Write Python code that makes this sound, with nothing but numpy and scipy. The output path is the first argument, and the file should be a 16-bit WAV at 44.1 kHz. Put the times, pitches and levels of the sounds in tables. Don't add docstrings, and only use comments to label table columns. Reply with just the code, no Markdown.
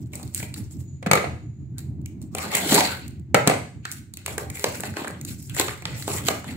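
import sys
import numpy as np
from scipy import signal
from scipy.fft import rfft, irfft
from scipy.io import wavfile
from scipy.ndimage import uniform_filter1d

SR = 44100
rng = np.random.default_rng(int(sys.argv[2]) if len(sys.argv) > 2 else 0)


def file_out(sig):
    cols = np.atleast_2d(sig).T
    lim = np.clip(cols, -1, 1)
    pcm = np.round(lim * 32767).astype(np.int16)
    wavfile.write(sys.argv[1], SR, pcm)


N = 289370
T = np.arange(N) / SR
SIDES = np.array([[.5], [-.5]])


def undb(db):
    return 10 ** (np.asarray(db) / 20)


def unit_rms(x):
    return x / np.sqrt(np.mean(x ** 2))


def band(x, lo_hz, hi_hz, order=2):
    sos = signal.butter(order, [lo_hz, min(hi_hz, .45 * SR)], "bandpass", fs=SR, output="sos")
    return signal.sosfilt(sos, x)


def noise(size, corr):
    mid, side = rng.standard_normal((2, size))
    return np.sqrt((1 + corr) / 2) * mid + np.sqrt((1 - corr) / 2) * side * 2 * SIDES


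def wander(hold_samples):
    steps = np.repeat(rng.standard_normal(N // hold_samples + 1), hold_samples)[:N]
    return uniform_filter1d(steps, size=hold_samples * 3 // 5)


def colour(x, points):
    hz, db = np.transpose(points)
    gain_db = np.interp(np.log(np.arange(4097) * SR / 8192 + 1), np.log(hz), db)
    cepstrum = irfft(gain_db * np.log(10) / 20)
    cepstrum[1:4096] *= 2
    cepstrum[4097:] = 0
    impulse = irfft(np.exp(rfft(cepstrum)))[None, :4096]
    return signal.fftconvolve(x, impulse, axes=1)[:, :N]


def curves_db(spans):
    out = np.full((len(spans[0][0]) - 1, N), -120.)
    for rows in spans:
        time_s, *columns = np.transpose(rows)
        inside = (T >= time_s[0]) & (T <= time_s[-1])
        out[:, inside] = [np.interp(T[inside], time_s, column) for column in columns]
    return uniform_filter1d(out, size=200, axis=1)


def add(out, start_s, x):
    i = int(start_s * SR)
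    out[:, i:i + x.shape[1]] += x[:, :N - i]


# time_s, deep_db, upper_db
RUMBLE_LEVELS = [(0.0, -35, -35), (0.4, -40.5, -42), (0.64, -36.5, -38), (0.95, -40, -44.5),
                 (1.3, -38.5, -41), (1.8, -39.5, -42.5), (1.99, -36, -37.5), (2.43, -40.5, -38.5),
                 (2.74, -36, -30.5), (2.95, -38.5, -39.5), (3.45, -39, -42.5), (3.85, -48.5, -50),
                 (4.24, -45, -46), (4.35, -41.5, -44.5), (4.97, -41, -38.5), (5.24, -43, -41.5),
                 (5.5, -36.5, -40.5), (5.85, -40.5, -46), (6.12, -39, -40), (6.56, -38.5, -35.5)]
# freq_hz, gain_db
RUMBLE_SPECTRUM = [(15, -65), (25, -31), (43, -37), (66, -20), (107, 3.5), (209, 2), (295, -17.5),
                   (452, -40.5), (626, -47.5), (682, -64), (1500, -66), (1950, -101), (3300, -120)]
# pitch_hz, width_hz, level_db
ROOM_MODES = [(85.6, 28, 0.5), (132, 25, -5.5), (177, 51, -6), (213, 40, -13.5), (297.4, 37, -14.5)]


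def rumble():
    deep_db, upper_db = curves_db([RUMBLE_LEVELS])
    air = noise(N, 0.17) * undb(3.46 * wander(2500))
    modes = sum(undb(db) * unit_rms(band(air, hz - width_hz / 2, hz + width_hz / 2, order=1))
                for hz, width_hz, db in ROOM_MODES)
    low = 0.31 * unit_rms(colour(air, RUMBLE_SPECTRUM)) + unit_rms(modes)
    low = band(low, 86.9, 324.6, order=3) + 0.13 * low
    deep = undb(deep_db) * unit_rms(band(low, 27, 191.5))
    upper = undb(upper_db) * unit_rms(band(low, 160.3, 770))
    return undb(-2 * SIDES) * (deep + upper)


def noise_floor():
    return undb(-72) * unit_rms(band(noise(N, 0.068), 900, 5500, order=1))


# peak_s, hold_s, fade_db_per_s, tape_db, paper_re_tape_db, board_re_tape_db
TAPE_PULLS = [(0.004, 0.0033, 107, -58.5, -15, -24), (0.14, 0.046, 113, -48.5, -9.5, -1.5),
              (0.36, 0.067, 250, -39.5, -7, -25), (0.574, 0.0056, 211, -44.5, -14, -7.5),
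              (0.724, 0.0029, 250, -49.5, -13, -25), (0.804, 0.0041, 401, -53, -14, -11),
              (1.793, 0.0038, 335, -55.5, 1, -4.5), (2.225, 0.0044, 306, -60, -11, -20),
              (3.863, 0.026, 170, -52.5, 6, -13), (3.925, 0.0092, 196, -47, -15, -32),
              (4.188, 0.0041, 155, -56.5, 4, -11), (4.275, 0.033, 272, -43, -0.5, -1),
              (4.39, 0.015, 171, -45, -7, 5.5), (4.552, 0.074, 155, -41.5, -5, -11),
              (4.652, 0.052, 204, -42, -3.5, 2), (4.749, 0.0046, 184, -36, -7.5, -8),
              (4.85, 0.0036, 200, -39.5, -1.5, -5), (4.971, 0.032, 106, -42.5, 2.5, 6),
              (5.288, 0.0017, 249, -37, -10.5, -19.5), (5.39, 0.084, 141.5, -51.5, -29, -30),
              (5.5, 0.07, 150, -51, -0.5, -26), (5.581, 0.028, 163, -28, -4, -6),
              (5.684, 0.0068, 223, -46, 7.5, 1), (5.865, 0.082, 142, -49, 1.5, -1),
              (5.966, 0.13, 150, -40.5, -10, -17), (6.084, 0.09, 214, -36.5, -6.5, -5.5),
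              (6.186, 0.0039, 241, -39.5, -0.5, -1.5), (6.271, 0.014, 189, -31.5, -1, -14),
              (6.45, 0.13, 100, -52, 2.5, 0.5)]


def pull_power():
    rise_db_per_s = 700
    power = np.zeros((3, N))
    for peak_s, hold_s, fade_db_per_s, tape_db, paper_db, board_db in TAPE_PULLS:
        rise_db = np.minimum(rise_db_per_s * (T - peak_s), 0)
        fade_db = fade_db_per_s * np.maximum(T - peak_s - hold_s, 0)
        gains = undb(tape_db + np.array([[0], [paper_db], [board_db]]))
        power += (gains * undb(rise_db - fade_db)) ** 2
    return power


def crackle(rate_per_s, spread_db, grain_ms):
    breaks = (rng.random(N) < rate_per_s / SR) * undb(spread_db * rng.exponential(size=N))
    pole = np.exp(-1000 / (grain_ms * SR))
    return unit_rms(signal.lfilter([1], [1, -pole], breaks))


def sheet(drive, bands_hz, tilt_db_per_oct, flicker_db, hold_s, corr):
    out = np.zeros((2, N))
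    for hz in bands_hz:
        level_db = tilt_db_per_oct * np.log2(hz) + flicker_db * wander(int(hold_s * SR))
        out += undb(level_db) * unit_rms(band(noise(N, corr) * drive, hz / 1.104, hz * 1.113))
    return unit_rms(out)


def peel(power):
    tape_gain, paper_gain, board_gain = np.sqrt(power)
    fine = crackle(rate_per_s=350, spread_db=3, grain_ms=3.5)
    coarse = crackle(rate_per_s=190, spread_db=0.5, grain_ms=22)
    tape = sheet(fine + 3.7 * coarse + 0.18, bands_hz=(5430, 7460, 10400, 12900, 14700),
                 tilt_db_per_oct=1.2, flicker_db=3.5, hold_s=.02, corr=0.21)
    paper = sheet(fine + 0.49 * coarse + 0.92, bands_hz=(1503, 2030, 2610, 3283, 4240),
                  tilt_db_per_oct=-0.5, flicker_db=4, hold_s=.045, corr=0.25)
    board = sheet(coarse + 0.79, bands_hz=(409, 532, 759, 865, 1157),
                  tilt_db_per_oct=0, flicker_db=5, hold_s=.035, corr=0.27)
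    threads = noise(N, 0.44) * crackle(rate_per_s=160, spread_db=2.5, grain_ms=0.6)
    ticks = undb(-8.5) * unit_rms(band(threads, 1500, 17000))
    return tape_gain * (tape + ticks) + paper_gain * paper + board_gain * board


def burst(decay_ms, lo_hz, hi_hz, corr):
    t_ms = np.arange(1500) * 1000 / SR
    envelope = (1 - np.exp(-t_ms / 0.26)) * np.exp(-t_ms / decay_ms)
    puff = band(noise(len(t_ms), corr) * envelope, lo_hz, hi_hz)
    return puff / np.abs(puff.mean(axis=0)).max()


# start_s, tape_db, flap_re_tape_db, flap_hz, board_re_tape_db
GLUE_SNAPS = [(0.134, -30, -2.5, 2440, -15), (0.197, -38.5, -12, 1130, 1), (0.155, -20.5, -24, 2130, -30),
              (0.161, -32, -11, 4300, -28), (0.277, -34.5, -12, 4200, -28), (0.3405, -33, -20, 4100, -40),
              (0.23, -30, -6, 4430, -29), (0.347, -11.5, -34, 4100, -50), (0.378, -20, -30, 4360, -34),
              (0.401, -31, 0, 2150, -10), (0.4283, -27.5, -0.5, 2260, -6.5), (0.541, -27, 0, 4170, -47),
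              (0.562, -39.5, -1.5, 1640, -20), (0.6417, -37, -29, 1670, -25), (0.7103, -37, -15, 4600, -18),
              (1.783, -26, -10.5, 4230, -24.5), (1.79, -27, -18.5, 4230, -27),
              (2.0595, -28, -9.5, 2620, -31.5), (2.217, -35.5, -17, 4200, -19),
              (2.226, -37, -16, 4200, -30), (2.015, -46.5, -24.5, 4200, -38.5),
              (2.35, -16, -12.5, 2660, -7), (2.384, -19.5, -4, 2560, -12), (2.5519, -4, -22, 2660, -19.5),
              (2.5694, -10.5, -16, 2200, -10.5), (2.7228, -11.5, -12, 2000, -2.5),
              (2.7285, -10, -16, 2000, -7), (2.744, -4.5, -14, 4400, -17), (2.748, -5.5, -12, 4400, -19),
              (2.7545, -11, 0, 1490, -6), (2.7784, -15.5, 5, 1520, 1), (2.807, -15.5, 5.5, 2080, -1),
              (3.0804, -30.5, -23, 2010, -32.5), (3.108, -41.5, -12, 4800, -30),
              (3.197, -48.5, -26, 4260, -23.5), (3.853, -31.5, 9.5, 1476, -16),
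              (3.9161, -17, -39, 1950, -50), (3.9233, -22, -34, 1900, -29), (4.138, -26, -10, 4200, -30),
              (4.1715, -21.5, -15.5, 2500, -33), (4.262, -14.5, -4.5, 2490, -21),
              (4.2801, -24, -5, 2400, -2), (4.3805, -15.5, -8.5, 1660, -8), (4.501, -21, -11.5, 2000, -38),
              (4.5706, -28, -2.5, 2170, -20), (4.642, -12.5, 3.5, 2030, -1), (4.724, -31, -15, 4400, -30),
              (4.755, -27, -18, 4400, -30), (4.855, -29, -10, 4200, -25), (4.874, -37, -14, 4200, -25),
              (4.8, -35.5, 2, 1490, 2), (4.806, -16.5, -21, 1950, -23), (4.835, -25, 2, 1560, 0.5),
              (4.939, -39.5, 4, 1540, -7), (4.9686, -32, 11, 1700, 6.5), (5.0454, -32.5, 1, 1660, 5.5),
              (5.0737, -33, 5, 1600, -1), (5.0803, -20.5, -16, 2140, -17), (5.1023, -42, 5, 1070, 9),
              (5.213, -24, -23, 2130, -38), (5.25, -22, -13, 4540, -50), (5.4022, -35, -38, 1980, -31),
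              (5.427, -31, -34.5, 4150, -39), (5.4965, -28, -5.5, 3010, -35),
              (5.5476, -22.5, -13, 1960, -37), (5.5658, -20.5, -8, 1930, -9), (5.5975, -6, -5, 1410, -12.5),
              (5.611, -28, -11, 1880, -3), (5.683, -31, 10, 1270, 6), (5.6924, -35, 11, 1900, 0),
              (5.8226, -33, -2, 2090, -6), (5.8544, -30.5, 17.5, 1990, -0.5), (5.9284, -41, 4, 2170, -13),
              (5.979, -35, -8, 4400, -30), (6.101, -29, -8, 3300, -9), (6.024, -24, -1.5, 4400, -33),
              (6.0787, -21.5, -7, 3330, 1.5), (6.2517, -26, -21, 2600, -20), (6.2598, -28, -1, 4340, -20),
              (6.2853, -14, 4, 2000, -0.5), (6.304, -27, -8, 4000, 4.5), (6.4436, -36, -3, 1680, 6),
              (6.528, -45, 3, 1500, -2)]


def snaps():
    out = np.zeros((2, N))
    decay_ms = 2.3
    for start_s, tape_db, flap_db, flap_hz, board_db in GLUE_SNAPS:
        pan_db = -1 + 0.5 * rng.standard_normal()
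        ping_share = np.clip((-14 - tape_db - flap_db) / 15.5, 0.15, 0.8)
        crack = burst(0.94 * decay_ms, 1100, 5200, corr=0.55)
        ping = burst(2.1 * decay_ms, flap_hz / 1.15, flap_hz * 1.15, corr=0.42)
        flap = (1.1 - 0.75 * ping_share) * crack + ping_share * min(3400 / flap_hz, 1) * ping
        tape = 0.67 * burst(decay_ms, 6300, 17700, corr=0.31)
        click = 0.77 * burst(0.16 * decay_ms, 4000, 16000, corr=0.77)
        board = burst(1.88 * decay_ms, 350, 1160, corr=0.73)
        snap = tape + click + undb(flap_db) * flap + undb(board_db) * board
        add(out, start_s - .0005, undb(tape_db + pan_db * SIDES) * snap)
    return out


# time_s, level_db
HISS_SWELLS = [
    [(0.8, -80), (0.89, -61), (1.03, -73)],
    [(1.39, -80), (1.43, -69.5), (1.76, -78.5)],
    [(3.74, -86), (3.83, -72), (3.86, -76)],
]


def hiss():
    return undb(curves_db(HISS_SWELLS)[0]) * unit_rms(band(noise(N, .1), 6720, 7050, order=3))


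# pitch_hz, level_db, t60_s
KNOCK_MODES = [(170, -6.5, 0.059), (204, -5.5, 0.039), (250, -5, 0.031), (299.8, -7, 0.042),
               (379, -9, 0.024), (494, 10.5, 0.023), (539, -8.5, 0.076), (604.6, -1, 0.031),
               (699.5, 7, 0.039), (773, -2, 0.044), (834, -5.5, 0.03), (1176, 2.5, 0.019), (1260, 1, 0.026),
               (1354, -2.5, 0.04), (1550, -12.5, .016), (1800, -6, 0.0034), (2060, 0, 0.015),
               (2252, 3.5, 0.022), (3000, -14, .012)]
# start_s, blow_db, rattle_re_blow_db, pan_db, low_modes_db
CUTTER_KNOCKS = [(1.027, -26.5, -16, 2, 0), (1.062, -14.5, -22, 4.5, 3), (1.069, -20, -18, 5.5, -2),
                 (1.113, -1, -10.5, 3, -6.5), (1.133, -4, -11.5, 1.5, -5.5), (1.154, -8, -13.5, -1, -4.5),
                 (1.173, -12.5, -28, 0, -4), (1.242, -17.5, -31, -12.5, 16.5), (3.345, 1, -16, 1, -3.5),
                 (3.467, -16, -25, -3.5, 12), (3.474, -2, -6.5, 1.5, 12), (3.497, -8.5, -20.5, -7.5, 7.5),
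                 (3.511, -12, -27.5, 0, 4), (3.538, -16.5, -22, 1, 8)]


def knocks():
    out, t = np.zeros((2, N)), np.arange(6000) / SR
    pitch_hz, level_db, t60_s = np.transpose(KNOCK_MODES)[:, :, None]
    attack = 1 - np.exp(-t / 0.00096)
    for start_s, blow_db, rattle_db, pan_db, low_modes_db in CUTTER_KNOCKS:
        strength, left, right, detune = rng.standard_normal((4, len(KNOCK_MODES), 1))
        hz = pitch_hz * (1 + 0.012 * detune)
        envelopes = undb(level_db + low_modes_db * (hz < 720) + 2 * strength - 60 * t / t60_s)
        port_phases = 1.42 * np.array([left, right]) * np.sqrt(hz / 900)
        modes = np.sum(envelopes * np.sin(2 * np.pi * hz * t + port_phases), axis=1)
        ring = attack * modes / np.abs(modes.mean(axis=0)).max()
        rattle = 1.16 * burst(3.4, 3400, 8900, corr=0.35) + 2.04 * burst(1.1, 10500, 24000, corr=0.44)
        add(out, start_s - .0007, undb(blow_db + pan_db * SIDES) * ring)
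        add(out, start_s, undb(blow_db + rattle_db + pan_db * SIDES) * rattle)
        add(out, start_s, undb(blow_db - 7.5) * burst(7.9, 370, 2300, corr=0.33))
    return band(out, 140, 17000)


# start_s, level_db, pitch_hz, t60_s
JOLTS = [(1.063, -17, 190.6, 0.06), (3.346, -16.5, 180, 0.055), (3.475, -15, 231, 0.05),
         (2.659, -21.5, 302, 0.051), (2.721, -4.5, 265, 0.025), (2.752, -18, 230, 0.027),
         (2.783, -17, 305, 0.045), (4.378, -16, 452, 0.03), (4.642, -27, 450, 0.027),
         (4.661, -30, 460, 0.039), (4.967, -23, 312, 0.034), (4.989, -26, 325, 0.026),
         (5.015, -25, 262, 0.034), (5.597, -17.5, 315, 0.037), (5.612, -20, 392, 0.032),
         (6.079, -22, 432, 0.023), (6.098, -24.5, 383, 0.038), (6.284, -17, 473, 0.017),
         (6.304, -24, 546, 0.027)]


def thumps():
    out, t = np.zeros((2, N)), np.arange(5000) / SR
    attack = 1 - np.exp(-t / 0.0029)
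    for start_s, level_db, pitch_hz, t60_s in JOLTS:
        fundamental = np.sin(2 * np.pi * pitch_hz * t)
        overtone = 0.26 * np.sin(2 * np.pi * 1.65 * pitch_hz * t) * undb(-40 * t / t60_s)
        note = (fundamental + overtone) * attack * undb(level_db - 60 * t / t60_s)
        add(out, start_s, note[None])
    return band(out, 110, 4000)


# time_s, tape_db, paper_db, board_db
SLIT_LEVELS = [(2.31, -68, -78, -78), (2.38, -42, -39, -36.5), (2.45, -35.5, -38, -35),
               (2.496, -46.5, -48, -43.5), (2.55, -28.5, -28.5, -29), (2.632, -38, -38.5, -41.5),
               (2.67, -30.5, -33.5, -37), (2.73, -25, -27, -29), (2.796, -23, -24, -28),
               (2.916, -43.5, -37.5, -42.5), (3.2, -77, -74.5, -92.5)]


def slit_power():
    return undb(curves_db([SLIT_LEVELS])) ** 2


# centre_hz, t60_s, density_db
ROOM_BANDS = [(226, 0.49, -4), (595, 0.34, 1), (1530, 0.42, -3.5), (3180, 0.47, -9), (7600, 0.47, -11),
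              (13000, 0.18, -5.5)]


def room(x):
    t = np.arange(int(.7 * SR)) / SR
    tail = np.zeros((2, len(t)))
    for hz, t60_s, density_db in ROOM_BANDS:
        reflections = unit_rms(band(noise(len(t), 0.031), hz / 1.71, hz * 1.65))
        tail += undb(density_db - 60 * t / t60_s) * reflections * np.sqrt(hz / 8000)
    tail *= np.clip((t - .003) / 0.014, 0, 1)
    return signal.fftconvolve(x.mean(axis=0)[None], tail, axes=1)[:, :N]


def scene():
    wrap = peel(pull_power() + slit_power())
    glue, cutter, box = snaps(), knocks(), thumps()
    left, right = wrap + glue + cutter + box
    port_lag_samples = 5
    direct = np.array([np.roll(left, port_lag_samples), right])
    send = undb(-36.5) * wrap + undb(-33.5) * glue + undb(-32.5) * cutter + undb(-34) * box
    return direct + room(send) + rumble() + hiss() + noise_floor()


# lo_hz, hi_hz, knee_db, slope_db_per_db, floor_db
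SUPPRESSOR_BANDS = [(2480, 6600, -66, 1.0, -8), (7300, 12000, -68, 1.2, -28),
                    (10000, 12000, -56.5, 1, -18.5)]


def suppress(x):
    for lo_hz, hi_hz, knee_db, slope_db_per_db, floor_db in SUPPRESSOR_BANDS:
        sos = signal.butter(2, [lo_hz, hi_hz], "bandpass", fs=SR, output="sos")
        part = signal.sosfiltfilt(sos, x)
        power = uniform_filter1d(np.mean(part ** 2, axis=0), size=500)
        level_db = 10 * np.log10(power + 1e-12)
        gain_db = np.clip(slope_db_per_db * (level_db - knee_db), floor_db, 0)
        x = x + (undb(gain_db) - 1) * part
    return x


# freq_hz, gain_db
PORT_RESPONSE = [(100, 11.5), (1000, 1), (1700, 1.5), (2250, 4), (2800, 1.5), (3350, 0), (4300, 4.5),
                 (5000, -1.5), (5800, -1.5), (7000, 6.5), (8400, 5.5), (9600, 0.5), (13000, -1.5),
                 (15500, -1.5)]


def record(dry):
    mid, side = dry.mean(axis=0), (dry[0] - dry[1]) / 2
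    side = 0.33 * side + 0.71 * band(side, 420, 18000, order=3)
    ports = colour(np.array([mid + side, mid - side]), PORT_RESPONSE)
    clipped = np.clip(suppress(ports), -.88, .88)
    return signal.sosfilt(signal.ellip(12, .2, 100, 15700, fs=SR, output="sos"), clipped)


dry = scene()
out = record(dry)
file_out(out)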